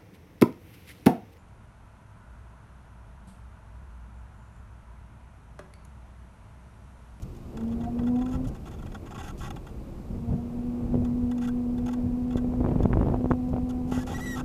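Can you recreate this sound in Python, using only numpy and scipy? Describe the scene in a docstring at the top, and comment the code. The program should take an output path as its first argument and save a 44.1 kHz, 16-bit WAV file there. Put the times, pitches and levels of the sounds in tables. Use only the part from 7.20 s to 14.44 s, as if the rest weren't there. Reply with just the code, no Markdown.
"""On the seat of a small electric vehicle rolling over asphalt, with one microphone close to the wind.
Behind everything lies a hiss of tyres and microphone, shaped noise at a steady level. Wind rumbles and
rushes as noise under level curves, and eddies pop as short pressure swings. The motor hums with a few
harmonics while it pulls. In front a brake pad grazes its disc in short scuffs, noise ringing the disc's
modes, until it grips and squeals in wavering harmonics."""
import sys
import numpy as np
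from scipy import signal
from scipy.fft import rfft, irfft, next_fast_len
from scipy.io import wavfile
from scipy.ndimage import uniform_filter1d

SR = 44100
rng = np.random.default_rng(int(sys.argv[2]) if len(sys.argv) > 2 else 0)


def to_wav(s):
    """Save 16-bit WAV."""
    ch = np.atleast_2d(s).T  # columns
    pcm = np.round(np.clip(ch, -1, 1) * 32767)  # PCM
    wavfile.write(sys.argv[1], SR, pcm.astype(np.int16))


N = 319284   # length in samples


def amp(db):
    """Level in dB to gain."""
    return 10 ** (np.asarray(db) / 20)


def rms_one(x):
    """Scale to rms 1."""
    return x / np.sqrt(np.mean(x ** 2) + 1e-20)


def in_time(rows):
    """Interpolate the columns of a curve table, t/s first, at every sample."""
    s, *columns = np.transpose(rows)
    return [np.interp(np.arange(N) / SR, s, column) for column in columns]


def span(start, length, edge):
    """Window from 0 to 1 and back, with straight edges centred on its start and end; all in seconds."""
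    t = np.arange(N) / SR - start
    return np.clip(np.minimum(t, length - t) / edge + .5, 0, 1)


def coloured(spectrum):
    """Noise shaped by a spectrum table, its dB joined by straight lines over log frequency; rms 1."""
    size = next_fast_len(N)
    hz = np.maximum(np.arange(size // 2 + 1) * SR / size, 1)
    points = np.array(spectrum)
    gain = amp(np.interp(np.log(hz), np.log(points[:, 0]), points[:, 1]))
    shaped = irfft(rfft(rng.standard_normal(size)) * gain, size)
    return rms_one(shaped[:N])


def drift(rate_hz):
    """Slow random wander of rms 1: noise through two equal low-pass poles, run at every 40th sample."""
    r = np.exp(-2 * np.pi * rate_hz * 40 / SR)
    white = rng.standard_normal(N // 40 + 2002)
    slow = signal.lfilter([1], [1, -2 * r, r * r], white)[2000:]   # the filter settles first
    return np.interp(np.arange(N) / 40, np.arange(len(slow)), rms_one(slow))


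def resonance(x, hz, width_hz):
    """Two-pole peak, gain about 1 on top."""
    r = np.exp(-np.pi * width_hz / SR)
    zeros = np.array([1, 0, -1]) * (1 - r * r) / 2
    poles = [1, -2 * r * np.cos(2 * np.pi * hz / SR), r * r]
    return signal.lfilter(zeros, poles, x)


# spectrum of tyres and microphone: [f/Hz, relative level/dB per Hz]
HISS_SPECTRUM = [(500, 2.5), (1100, 17), (1700, 5), (2500, 7), (3200, 1.5), (5000, -0.5), (13000, -6),
                 (15000, -5)]
HISS_DB = -60.5


def tyre_and_microphone_hiss():
    """Many tiny random impulses of tread and microphone add up to a steady shaped noise."""
    return amp(HISS_DB) * coloured(HISS_SPECTRUM)


# wind and road before buffets and flicker: [t/s, rumble level/dB, steady rush level/dB]
WIND = [(0.0, -39, -50.5), (0.28, -42, -49), (0.36, -38.5, -42.5), (0.7, -34, -42.5), (1.1, -38, -43.5),
        (1.3, -30, -42), (1.36, -39.5, -47.5), (2.0, -38, -47), (2.74, -36.5, -46.5), (3.45, -37, -44.5),
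        (3.7, -33, -42.5), (3.9, -28, -42), (4.12, -39, -46), (5.0, -36, -44.5), (5.35, -30, -40),
        (5.65, -26.5, -36.5), (5.9, -25, -35.5), (6.02, -32.5, -43), (6.25, -34, -46.5), (6.6, -31, -43.5),
        (7.24, -36.5, -42)]
# spectrum of the low rumble: [f/Hz, relative level/dB per Hz]
RUMBLE_SPECTRUM = [(12, -29), (20, 4), (93, -1), (124, -4), (157, -5), (200, -9.5), (260, -41), (440, -120)]
# spectrum of the rushing air: [f/Hz, relative level/dB per Hz]
RUSH_SPECTRUM = [(120, -33.5), (200, 6), (300, -1), (350, 1.5), (410, -4.5), (800, -13.5), (1400, -29),
                 (2400, -40), (4000, -52.5), (8000, -56.5)]
# buffets, brief swells and a few dips of the wind: [t/s, rise in level/dB]
BUFFETS = [(.12, 3), (.81, 9), (1.17, 5.5), (1.28, 1.5), (1.67, 3), (2.8, 1.5), (2.94, 7.5), (3.12, 16.5),
           (3.29, 4), (3.66, 8.5), (3.75, 9.5), (4.05, 4), (4.56, 8), (4.66, 4.5), (4.84, 6), (5.17, -6),
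           (5.24, 0.5), (5.93, 3), (6.33, 8), (6.77, -3), (6.94, 6)]
BUFFET_S = 0.039   # from the peak to 1/e of the rise
# share of a buffet's rise that the rush and the deepest rumble take; the deepest lies below DEEP_HZ
RUSH_FOLLOWS, DEEP_FOLLOWS, DEEP_HZ = 0.39, 0.35, 70


def wind():
    """Low turbulent rumble on the microphone and the rush of air round the shell, partly lumpy."""
    rumble_db, rush_db = in_time(WIND)
    t = np.arange(0, N / SR, .002)
    buffets_db = sum(db * np.exp(-((t - s) / BUFFET_S) ** 2) for s, db in BUFFETS)
    rise_db, = in_time(np.c_[t, buffets_db])

    low = coloured(RUMBLE_SPECTRUM)
    deep = signal.sosfiltfilt(signal.butter(2, DEEP_HZ, fs=SR, output="sos"), low)
    buffeted = amp(rise_db) * (low - deep) + amp(DEEP_FOLLOWS * rise_db) * deep
    rumble = amp(rumble_db + 2.04 * drift(10)) * buffeted

    steady = coloured(RUSH_SPECTRUM)
    lumpy = amp(-6 + 4 * drift(20)) * coloured(RUSH_SPECTRUM)
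    return rumble + amp(rush_db + RUSH_FOLLOWS * rise_db) * (steady + lumpy)


def pop(swing_db, flutter_hz, push_db, phase):
    """A sharp pressure swing that flutters out in about two cycles, riding on a slower push."""
    t = np.arange(-.005, .015, 1 / SR)
    cycles = t * flutter_hz
    rise, decay = np.exp(-(cycles / .4) ** 2), np.exp(-np.abs(cycles / .9) ** 1.25)
    swing = np.where(t < 0, rise, decay) * np.cos(2 * np.pi * cycles + phase)
    # the push is followed by a weaker, longer rebound
    push = np.exp(-(t / 0.0007) ** 2) - 0.27 * np.exp(-((t - .004) / 0.0039) ** 2)
    return amp(swing_db) * swing + np.sign(np.cos(phase)) * amp(push_db) * push


# gusts that break into small pops: [start t/s, length t/s, pops per s, middle swing level/dB]
GUSTS = [(3.6, .25, 30, -42), (5.15, .25, 25, -42), (5.4, .56, 120, -29.5), (5.97, .2, 35, -33),
         (6.3, .12, 30, -30), (6.68, .13, 30, -41)]
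GUST_EDGE_S = .04
# strong wind pops at the microphone: [t/s, swing level/dB, flutter f/Hz]
STRONG_POPS = [(3.1366, -41, 665), (3.7439, -30, 764), (3.7544, -26, 487), (3.7743, -43, 650),
               (3.823, -37, 702), (5.1578, -30, 830), (5.1738, -36, 810), (5.2458, -33, 610),
               (5.3384, -30, 710), (5.4057, -31, 730), (5.411, -32, 740), (5.4436, -25, 800),
               (5.4497, -25, 974), (5.4625, -23.5, 970), (5.4917, -24, 650), (5.516, -28, 710),
               (5.564, -34, 730), (5.6059, -28, 810), (5.6524, -27, 665.4), (5.657, -18, 725),
               (5.7314, -21.5, 1550), (5.7369, -20.5, 1010), (5.7573, -37, 810), (5.772, -21, 810),
               (5.7953, -27, 770), (5.8129, -20.5, 920), (5.8308, -25, 940), (5.872, -25, 818.5),
               (5.8854, -21.5, 735), (5.9437, -18, 730), (6, -45, 700), (6.044, -31, 820),
               (6.0589, -25.5, 820), (6.1072, -29, 696), (6.113, -13, 1010), (6.118, -18, 1100),
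               (6.1359, -28, 840), (6.3404, -27, 570), (6.7232, -32, 734), (6.7777, -34, 998)]
# slow push under a strong pop of -24.9 dB, its share of the swing's level, full random range in dB
PUSH_DB, PUSH_FOLLOWS, PUSH_SPREAD_DB = -15, 0.13, 12
# short dull crackle sprayed by each pop: level against the swing, decay time, low-pass corner
CRACK_RE_DB, CRACK_S, CRACK_HZ = -14.5, 0.0023, 2490


def pops():
    """Eddies hit the microphone: strong ones from the table, small ones at random in the gusts."""
    rows = []   # t/s, swing level/dB, flutter f/Hz, push level/dB, phase/turns
    chance, luck = rng.random(N), rng.random((N // 64 + 1, 4))
    for start, length, per_s, db in GUSTS:
        small = np.flatnonzero(chance < per_s * span(start, length, GUST_EDGE_S) / SR)
        for i in small:
            a, b, c, d = luck[i // 64]
            rows.append((i / SR, db + 12 * (a - .5), 380 * 2.18 ** b, db + 8 * c, d))
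    for row, (c, d) in zip(STRONG_POPS, rng.random((len(STRONG_POPS), 2))):
        push_db = PUSH_DB + PUSH_FOLLOWS * (row[1] + 24.9) + PUSH_SPREAD_DB * (c - .5)
        rows.append((*row, push_db, d))

    swings, strikes = np.zeros(N + SR), np.full(N, 1e-18)
    for s, swing_db, hz, push_db, turns in rows:
        at = round(s * SR)
        strikes[at] = amp(swing_db + CRACK_RE_DB)
        shape = pop(swing_db, hz, push_db, 2 * np.pi * turns)
        swings[at:at + len(shape)] += shape
    swings = swings[round(.005 * SR):][:N]   # each pop was laid in 5 ms late, for its lead-in

    fading = signal.lfilter([1], [1, -np.exp(-1 / (CRACK_S * SR))], strikes)
    spray = fading * rng.standard_normal(N)
    crackle = signal.sosfilt(signal.butter(4, CRACK_HZ, fs=SR, output="sos"), spray)
    return swings + crackle


# motor speed, before a slight waver: [t/s, hum f/Hz]
SPEED = [(0.3, 219.7), (.45, 228), (.9, 243.8), (1.3, 262.7), (2.8, 228.7), (3.15, 237), (3.6, 243.4),
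         (4.5, 244.1), (5.4, 247.3), (6.3, 249.7), (7.24, 253.2)]
# motor pull, one table per stretch under power, before waver: [t/s, hum level/dB, 3rd harmonic level/dB]
PULL = [
    [(0.33, -47, -68), (0.39, -37, -57), (0.442, -28.5, -69), (0.61, -33, -55), (0.678, -38, -43),
     (0.74, -29.5, -60), (0.85, -26, -57), (0.958, -23, -48.5), (1.076, -31.5, -48.5), (1.26, -32, -60),
     (1.3, -55, -69)],
    [(2.88, -47.5, -74), (3.12, -32.5, -53.5), (3.3, -38.5, -60), (3.45, -31, -61), (3.63, -32, -66),
     (3.68, -37.5, -71), (3.74, -27, -59), (4.42, -28.5, -58.5), (5.39, -29.5, -56.5), (5.46, -30.5, -72),
     (5.94, -33, -71), (6.05, -28.5, -52), (6.2, -29.5, -54.5), (6.69, -32, -51), (6.79, -27.5, -67),
     (6.86, -39.5, -74), (7.24, -35, -74)],
]
# 4th harmonic against the 3rd: [level/dB], one entry per stretch
FOURTH_RE_THIRD_DB = [-8.5, -10]
SECOND_DB, SECOND_FOLLOWS = -49.5, 0.72   # 2nd harmonic at a hum of -30 dB, its share of the hum's swing


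def motor():
    """The hum and its harmonics follow the motor's turning, wavering a little, only while it pulls."""
    hum_hz = in_time(SPEED)[0] * (1 + 0.0048 * drift(13.2))
    turn = 2 * np.pi * np.cumsum(hum_hz) / SR
    out = np.zeros(N)
    for rows, fourth_re_third_db in zip(PULL, FOURTH_RE_THIRD_DB):
        hum_db, third_db = in_time(rows)
        second_db = SECOND_DB + SECOND_FOLLOWS * (hum_db + 30)
        tone = amp(hum_db + 0.78 * drift(29)) * np.sin(turn)
        for multiple, db in enumerate([second_db, third_db, third_db + fourth_re_third_db], start=2):
            level = amp(db + 3 * drift(18))
            tone = tone + level * np.sin(multiple * turn + .4 * drift(14))
        start, end = rows[0][0], rows[-1][0] + 0.033
        out += span(start, end - start, 0.042) * np.sqrt(2) * tone   # root 2: levels are rms
    return out


# pad on disc: [t/s, length/ms, ringing drive level/dB, hiss level/dB], before flicker and grip
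SCUFFS = [(0.021, 14, -60, -55.5), (0.149, 4.3, -61, -64), (0.166, 6.8, -72, -62), (0.37, 6.4, -50, -58.5),
          (0.407, 6, -53, -66), (0.433, 6.5, -54.5, -64), (0.478, 6.4, -58, -65), (0.513, 24, -55, -69),
          (0.606, 15.5, -53.5, -68), (0.634, 14, -51.5, -66), (0.786, 8.6, -47.5, -74),
          (0.832, 4.9, -47.5, -72), (0.865, 23, -50.5, -65), (0.957, 7.4, -52, -68), (0.984, 9, -54.5, -65),
          (1.008, 18, -49, -67), (1.056, 10, -49, -62), (1.08, 17, -55, -63), (1.109, 50, -51, -60.5),
          (1.243, 12.1, -54, -63), (1.271, 21, -64, -56), (1.346, 19.6, -53.5, -62),
          (1.455, 34, -51.5, -62), (1.51, 37, -54.5, -67), (1.586, 14, -55, -69), (1.623, 8.3, -52, -63),
          (1.659, 12.5, -52.5, -63), (1.716, 8, -50.5, -66), (1.744, 15, -46.5, -60),
          (1.857, 21, -50.5, -66), (1.906, 20, -47, -64), (1.944, 22, -46, -61), (1.978, 40, -45, -59),
          (2.029, 65, -48, -56.5), (2.095, 14.6, -50.5, -59), (2.178, 28, -60, -56),
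          (2.203, 82, -46.5, -57), (2.304, 5.6, -41.5, -51.5), (2.359, 9.5, -46.5, -58.5),
          (2.466, 10, -52.5, -62), (2.486, 13, -58.5, -66), (3.845, 9.5, -51.5, -61),
          (4.112, 7.7, -46.5, -57.5), (4.178, 8.8, -51, -60), (4.212, 49, -49.5, -58),
          (4.273, 19, -47, -57), (4.578, 11, -51, -61.5), (4.66, 7.4, -46, -57), (4.679, 13, -46.5, -56),
          (4.708, 9.5, -52, -63), (4.729, 11.3, -47.5, -57), (5.078, 5.5, -63, -63),
          (5.105, 9.3, -49.5, -68), (5.124, 7.5, -48.5, -62), (5.168, 15.7, -46.5, -58.5),
          (5.629, 6, -46, -57.5), (6.102, 15, -53, -64), (6.29, 5.5, -72, -62), (6.491, 21, -53.5, -57.5),
          (6.678, 26, -63, -60.5), (6.712, 124, -43.5, -52.5), (6.866, 285, -44, -54),
          (7.152, 60, -41.5, -51)]


def contact(column):
    """Pad pressure from one level column: each scuff bites fast and lets go a little slower."""
    touch = np.zeros(N)
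    for row in SCUFFS:
        start, end = row[0], row[0] + row[1] / 1000
        touch[round(start * SR):round(end * SR)] = amp(row[column])
    release = np.exp(-1 / (.0022 * SR))   # time constant 2.2 ms
    held = signal.lfilter([1 - release], [1, -release], touch)
    return np.maximum(uniform_filter1d(touch, size=40), held)


# ringing modes of the disc: [f/Hz, nominal width/Hz, relative level/dB]
DISC = [(794, 126, 1.5), (1097, 54, 0.5), (1347, 98, 0), (1538, 69, -3.5), (1603, 32, -12.5),
        (1933, 69, -7.5), (2570, 290, -13), (2745, 59, -13), (3270, 62, -12.5), (3428, 170, -10),
        (5040, 170, -24.5), (5270, 160, -23), (6520, 130, -17), (7150, 320, -22.5), (7530, 49, -26.5)]
# spectrum of the rubbing hiss: [f/Hz, relative level/dB per Hz]
SCUFF_HISS = [(1800, -45), (3000, 2), (3600, -8), (3950, -7.5), (5000, -5), (7000, -1.5), (8000, -9),
              (11000, -8.5), (15000, -16.5)]
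# the pad grips and squeals: [t/s, length t/s, first f/Hz, last f/Hz, level/dB]
SQUEALS = [(6.805, 0.031, 1705, 1700, -48), (6.944, 0.03, 1910, 1946, -39.5),
           (7.002, 0.0505, 1893, 2030, -41), (7.057, 0.098, 1953, 1885, -37.5)]
# harmonics of the squeal: [multiple of f, relative level/dB]
SQUEAL_TONES = [(1, -2.5), (2, -18), (3, -15.5), (4, -19), (5, -25.5), (6, -29), (7, -26)]
SQUEAL_EDGE_S, GRIP_RING_DB, GRIP_HISS_DB = .006, -12.5, -2   # a gripping pad rings and hisses less


def brake():
    """Friction rings the disc and hisses; when the pad grips it slips in a rough, pitched squeal."""
    grips = [span(s, length, SQUEAL_EDGE_S) for s, length, *_ in SQUEALS]
    grip = uniform_filter1d(np.clip(sum(grips), 0, 1), size=600)
    grain = amp(1.74 * drift(100))

    grit = contact(column=2) * amp(GRIP_RING_DB * grip) * grain * rng.standard_normal(N)
    rings = np.zeros(N)
    for hz, width, db in DISC:
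        # each mode twice in a row: dark valleys between the bands
        once = resonance(grit, hz, 1.43 * width)
        twice = resonance(once, hz, 1.43 * width)
        # the rubbing spot moves, so modes swell in turn
        rings += amp(db + 2 * drift(15)) * twice

    hiss = contact(column=3) * amp(GRIP_HISS_DB * grip) * grain * coloured(SCUFF_HISS)

    glide = []
    for s, length, first, last, _ in SQUEALS:
        glide += [(s, first), (s + length, last)]
    pitch, = in_time(glide)
    rough_hz = pitch * (1 + .004 * drift(60) + .009 * drift(400))
    turn = 2 * np.pi * np.cumsum(rough_hz) / SR
    squeal = np.zeros(N)
    for k, db in SQUEAL_TONES:
        # higher harmonics flicker and blur more
        blur = .16 * (k - 1) * drift(250)
        squeal += amp(db + 0.7 * k * drift(35)) * np.sin(k * turn + blur)
    level = sum(amp(row[-1]) * on for row, on in zip(SQUEALS, grips))
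    return amp(19) * rings + hiss + np.sqrt(2) * level * squeal


def scene():
    """From the steady hiss to the brake, everything reaches one microphone."""
    return (tyre_and_microphone_hiss() + wind() + pops() + motor() + brake())[None]


CUTOFF_HZ = 15300   # from here up the top is at least 70 dB down


def record(dry):
    """The microphone's lowest bass is thinned, the top is cut."""
    thin = signal.sosfilt(signal.butter(1, 30, "high", fs=SR, output="sos"), dry)
    return signal.sosfilt(signal.cheby2(18, 70, CUTOFF_HZ, fs=SR, output="sos"), thin)


dry = scene()
out = record(dry)
to_wav(out)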